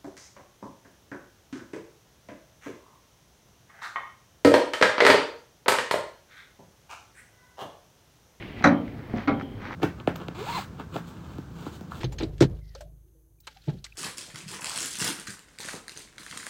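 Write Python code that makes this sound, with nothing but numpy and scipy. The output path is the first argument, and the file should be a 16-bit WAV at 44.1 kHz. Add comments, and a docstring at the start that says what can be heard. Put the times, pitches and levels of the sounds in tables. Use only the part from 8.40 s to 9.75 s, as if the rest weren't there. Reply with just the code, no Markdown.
"""On a railway bridge, someone walks along loose steel tread plates, microphone in hand.
Two footfalls each slam a plate down, so it cracks, clangs and booms, then chatters on its supports.
The first also shakes a fastening, which rings. Around the steps, soles thud, scuff and tick on grit.
Behind it all are low wind rumble, a faint outdoor hiss and a thin, high whirr."""
import sys
import numpy as np
from scipy import signal
from scipy.fft import rfft, irfft
from scipy.io import wavfile

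SR = 44100
rng = np.random.default_rng(int(sys.argv[2]) if len(sys.argv) > 2 else 0)


def persist_wave(psi):
    """Save psi, clipped to +-1, as 16-bit WAV."""
    counts = np.round(np.clip(psi, -1, 1) * 32767).astype(np.int16)
    wavfile.write(sys.argv[1], SR, np.atleast_2d(counts).T)


N = 59535

# Tone of the wind rumble and of the outdoor hiss: pitch_hz, level_db
WIND_TONE = [(20, -27.5), (40, -7), (70, -8), (105, 0.5), (160, -7.5), (250, -6.5), (400, -13), (700, -24),
             (2000, -56.5)]
HISS_TONE = [(200, 0.5), (550, 0), (800, 0), (1200, -5.5), (2200, -5.5), (2800, -14), (4000, -16.5),
             (6000, -25), (8000, -31), (11000, -33), (15500, -26)]
# Waves of whirring, soft swishes and sole scuffs: middle_s, width_s, level_db
WHIRRS = [(.34, 0.051, -53.5), (.99, 0.2, -58.5)]
SWISHES = [(.03, 0.16, -47), (.195, 0.012, -47.5), (.47, 0.055, -56)]
SCUFFS = [(.229, 0.01, -40), (.6, 0.066, -52), (.73, 0.046, -52), (.803, 0.036, -40), (1.01, 0.021, -47),
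          (1.272, 0.046, -40), (1.335, 0.014, -45.5)]
# Tone of a swish and of a scuff: pitch_hz, level_db
SWISH_TONE = [(800, -3), (1500, -4), (2000, 4.5), (3000, -0.5), (3600, -6.5), (5500, -20), (8000, -32.5),
              (15000, -45.5)]
SCUFF_TONE = [(100, -11), (200, -8.5), (400, -2), (900, 2.5), (2100, 0), (2800, -10.5), (4300, -16),
              (5000, -21.5), (6000, -23.5), (7500, -39), (15000, -54)]
# Grit ticking under the sole: start_s, level_db, pitch_hz
TICKS = [(0.0244, -29.5, 1670), (0.2094, -35.5, 790), (0.479, -40.5, 2040), (0.7732, -47.5, 5800),
         (0.7823, -29, 1667), (1.0115, -30.5, 1400), (1.024, -51, 3930), (1.253, -38.5, 1890),
         (1.272, -36, 2000), (1.309, -28, 1230)]
# Thuds of the foot pressing on a plate: start_s, level_db
THUDS = [(0.2112, -30.5), (.7388, -21), (0.7672, -24), (.7857, -27.5), (0.9253, -23)]
# Notes of a plate muffled by the foot: pitch_hz, level_db, fade_s (time to fall by 60 dB)
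THUD_NOTES = [(110, -32.5, 0.093), (233, 1, 0.13), (279, -2, 0.048), (363, -6, 0.058), (520, -15, 0.13),
              (618, -14.5, 0.09), (711, -11, 0.12)]
# Rings of the loose fastening: start_s, level_db
FASTENING_RINGS = [(0.2399, -18.5), (.2715, -21.5)]
# Knocks of a plate on its supports: start_s, level_db, cutoff_hz (treble above it is dulled)
KNOCKS = [(0.2423, -14.5, 5900), (0.251, -22, 1200), (.264, -16.5, 1094), (0.273, -21, 7000),
          (.291, -22, 900), (0.881, -27.5, 4920), (0.903, -27.5, 1220), (0.925, -31, 700)]
# Tone of each plate's clang: pitch_hz, level_db
FIRST_CLANG = [(30, -28), (60, -10), (130, -4), (280, 1), (400, -8), (700, -4), (1000, -6.5), (1350, -2.5),
               (2000, -5.5), (2400, -11.5), (2900, -28.5), (4400, -21), (5000, -31), (6000, -18.5),
               (7200, -35), (10000, -40.5), (15000, -43)]
SECOND_CLANG = [(30, -12.5), (60, -11.5), (130, 2.5), (280, 5), (420, -9.5), (600, -4.5), (1050, -8),
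                (1350, -1.5), (1800, -13), (2200, -6.5), (2700, -21.5), (4400, -20.5), (5000, -27),
                (6200, -29.5), (7500, -41), (15000, -52)]
# How long the clang rings: pitch_hz, fade_s
CLANG_FADES = [(100, 0.46), (300, 0.69), (700, 0.48), (1500, .25), (3000, 0.29), (6000, 0.17),
               (14000, 0.16)]
# Notes that make up each plate's boom: pitch_hz, level_db, fade_s
FIRST_BOOM = [(91.1, -22.5, .9), (177, -4.5, 0.51), (232.8, -3.5, 0.65), (258, -4.5, 0.6), (288.6, .5, .5),
              (318, -15.5, 0.42), (517, -6.5, 0.19), (562.5, -4, .33), (628, -8.5, .32),
              (729.6, -6.5, 0.23), (822, -13, .4), (859, -10.5, 0.25), (1102, -16, 0.37),
              (1184, -16.5, 0.42), (1273, -10.5, 0.085), (1282.3, -3, 0.092), (1470, -8, 0.16),
              (1571, 0.5, 0.057), (1865, -16, 0.27), (1849, -15, 0.14), (1920, -6.5, .15),
              (2136, -11, 0.099)]
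SECOND_BOOM = [(117.4, -13, 0.23), (223, -15.5, 0.73), (267.4, -6.5, 0.58), (285.4, 6, 0.21),
               (365, -20.5, 1), (409, -17.5, 0.85), (435.3, -9.5, 0.22), (524.5, -9, 0.33),
               (569, -15, 0.42), (622, -15.5, 0.42), (791, -10, 0.43), (994, -16, 0.37),
               (1147, -11.5, 0.27), (1305, -8, 0.17), (1430, -18.5, 0.13), (2155, -12.5, 0.2),
               (2294, -15.5, 0.12), (2506, -16, 0.12)]
# Footfalls, one on each plate: start_s, boom_db, clang_db, cutoff_hz, boom_rise_s
STEPS = [(0.2401, -12.5, -14.5, 6060, 0.0078), (0.8749, -17.5, -23, 4040, 0.0084)]

TIME_S = np.arange(N) / SR
PITCH_HZ = np.arange(N // 2 + 1) * SR / N  # every pitch in the sound's spectrum


def gain(db):
    """Turn decibels into a number to multiply by."""
    return 10 ** (np.asarray(db) / 20)


def normalize(sound):
    """Scale a sound to an average (rms) strength of 1."""
    return sound / np.sqrt(np.mean(sound ** 2))


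def look_up(hz, table):
    """Read a table's value at any pitch, sliding between its rows."""
    pitches, values = np.array(table, float).T
    return np.interp(np.log(np.maximum(hz, 1)), np.log(pitches), values)


def shaped_noise(weights):
    """Noise of strength 1, with one weight for each pitch."""
    phases = np.exp(2j * np.pi * rng.random(N // 2 + 1))
    return normalize(irfft(weights * phases, N))


def noise(tone):
    """Noise of strength 1 that follows a tone table."""
    return shaped_noise(gain(look_up(PITCH_HZ, tone)))


def flicker(rate_hz, depth_db):
    """A gain that wanders at random, mostly slower than rate_hz."""
    return gain(depth_db * shaped_noise(1 / (1 + (PITCH_HZ / rate_hz) ** 4)))


def since(start):
    """Seconds since an event, zero before it."""
    return np.maximum(TIME_S - start, 0)


def strike(start, fade_s, rise_s=0.00022):
    """The loudness of a hit: it rises quickly, then dies away."""
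    age = since(start)
    return (1 - np.exp(-age / rise_s)) * np.exp(-np.log(1000) * age / fade_s)


def swells(table):
    """Loudness that rises and falls in smooth bell shapes."""
    return sum(gain(db) * np.exp(-.5 * ((TIME_S - middle) / width) ** 2) for middle, width, db in table)


def soften(sound, cutoff_hz):
    """A softer contact gives less treble."""
    return signal.sosfilt(signal.butter(2, cutoff_hz, fs=SR, output="sos"), sound)


def note(start, hz, fade_s, rise_s):
    """One pure, fading note of struck steel."""
    return strike(start, fade_s, rise_s) * np.sin(2 * np.pi * hz * since(start))


def plate_notes(table, start, rise_s):
    """A struck plate rings at many notes at once; the high ones build up sooner."""
    quicker_above_hz = 2 * table[1][0]
    return sum(gain(db) * note(start, hz, fade_s, rise_s * min(1, quicker_above_hz / hz))
               for hz, db, fade_s in table)


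def outdoors():
    """Wind rumbles on the microphone over a steady hiss and a faint whirr, perhaps of insects."""
    whirr_hz, width_hz = 3140, 150
    whirr = shaped_noise(1 / (1 + ((PITCH_HZ - whirr_hz) / width_hz) ** 2)) * swells(WHIRRS)
    wind = gain(-39.5) * noise(WIND_TONE) * flicker(rate_hz=7.3, depth_db=1)
    hiss = gain(-52) * noise(HISS_TONE)
    return wind + hiss + whirr


def swishes():
    """Soft, smooth rubbing, as of trouser legs."""
    return noise(SWISH_TONE) * swells(SWISHES)


def scuffs():
    """Soles drag over grit: a rough rub plus the crunch of many tiny grains."""
    grains_per_s, spread_db = 400, 5.5
    grains = (rng.random(N) < grains_per_s / SR) * rng.choice([-1, 1], N)
    grains = grains * gain(spread_db * rng.standard_normal(N))
    crunch = normalize(irfft(rfft(grains) * gain(look_up(PITCH_HZ, SCUFF_TONE)), N))
    rub = noise(SCUFF_TONE) * flicker(rate_hz=200, depth_db=1)
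    return normalize(rub + gain(-2.5) * crunch) * swells(SCUFFS)


def grit_ticks():
    """Grit under the sole gives small dry ticks, each a burst of noise around one pitch."""
    top_hz, width_octaves = 6780, 0.69
    treble_cut = 1 / (1 + (PITCH_HZ / top_hz) ** 10)
    ticks = np.zeros(N)
    for start, db, hz in TICKS:
        octaves_away = np.log2((PITCH_HZ + 1) / hz)
        burst = shaped_noise(treble_cut / (1 + (octaves_away / width_octaves) ** 2) ** 2)
        ticks += gain(db) * burst * strike(start, fade_s=0.019)
    return ticks


def thuds():
    """Heel and sole press on a plate and muffle it, so its notes die quickly."""
    return sum(gain(db) * plate_notes(THUD_NOTES, start, rise_s=0.00048) for start, db in THUDS)


def fastening():
    """A shaken, loose fastening rings at one high note."""
    return sum(gain(db) * note(start, hz=3947, fade_s=0.045, rise_s=0.0026)
               for start, db in FASTENING_RINGS)


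def chatter():
    """After a footfall, the plate underfoot knocks back on its supports."""
    second_step_s = STEPS[1][0]
    knocks = np.zeros(N)
    for start, db, cutoff_hz in KNOCKS:
        tone = FIRST_CLANG if start < second_step_s else SECOND_CLANG
        knocks += gain(db) * soften(noise(tone) * strike(start, fade_s=0.077), cutoff_hz)
    return knocks


def crack(start):
    """Steel meets steel as the plate first hits its support."""
    low_hz, high_hz = 1430, 1160  # the two slopes overlap and leave one band of noise
    bass_cut = 1 / (1 + (low_hz / (PITCH_HZ + 1)) ** 4)
    treble_cut = 1 / (1 + (PITCH_HZ / high_hz) ** 4)
    return shaped_noise(bass_cut * treble_cut) * strike(start, fade_s=0.022)


def clang(tone, start):
    """A plate's crowded notes blur into noise; the treble comes first and dies first."""
    rise_cycles = 1.7
    spectrum = rfft(noise(tone))
    ringing = np.zeros(N)
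    for hz in 54 * 2 ** (np.arange(17) / 2):  # bands half an octave wide
        in_band = (PITCH_HZ >= hz / 2 ** .25) & (PITCH_HZ < hz * 2 ** .25)
        loudness = strike(start, look_up(hz, CLANG_FADES), rise_cycles / hz)
        ringing += irfft(spectrum * in_band, N) * loudness
    return ringing


def footfalls():
    """The foot slams a loose plate down: a crack, a clang and a longer boom."""
    plates = [(FIRST_BOOM, FIRST_CLANG), (SECOND_BOOM, SECOND_CLANG)]
    steps = np.zeros(N)
    for (notes, tone), (start, boom_db, clang_db, cutoff_hz, rise_s) in zip(plates, STEPS):
        boom = plate_notes(notes, start, rise_s)
        clash = clang(tone, start) + gain(-4.5) * crack(start)
        steps += gain(boom_db) * boom + gain(clang_db) * soften(clash, cutoff_hz)
    return steps


def scene():
    """Add the steel, the walker and the background into one channel."""
    steel = footfalls() + chatter() + fastening() + thuds()
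    walker = grit_ticks() + scuffs() + swishes()
    return (steel + walker + outdoors())[None]


def record(dry):
    """The recorder cuts off the very highest treble."""
    top_hz = 15800
    return signal.sosfilt(signal.ellip(10, .2, 80, top_hz, fs=SR, output="sos"), dry)


dry = scene()
out = record(dry)
persist_wave(out)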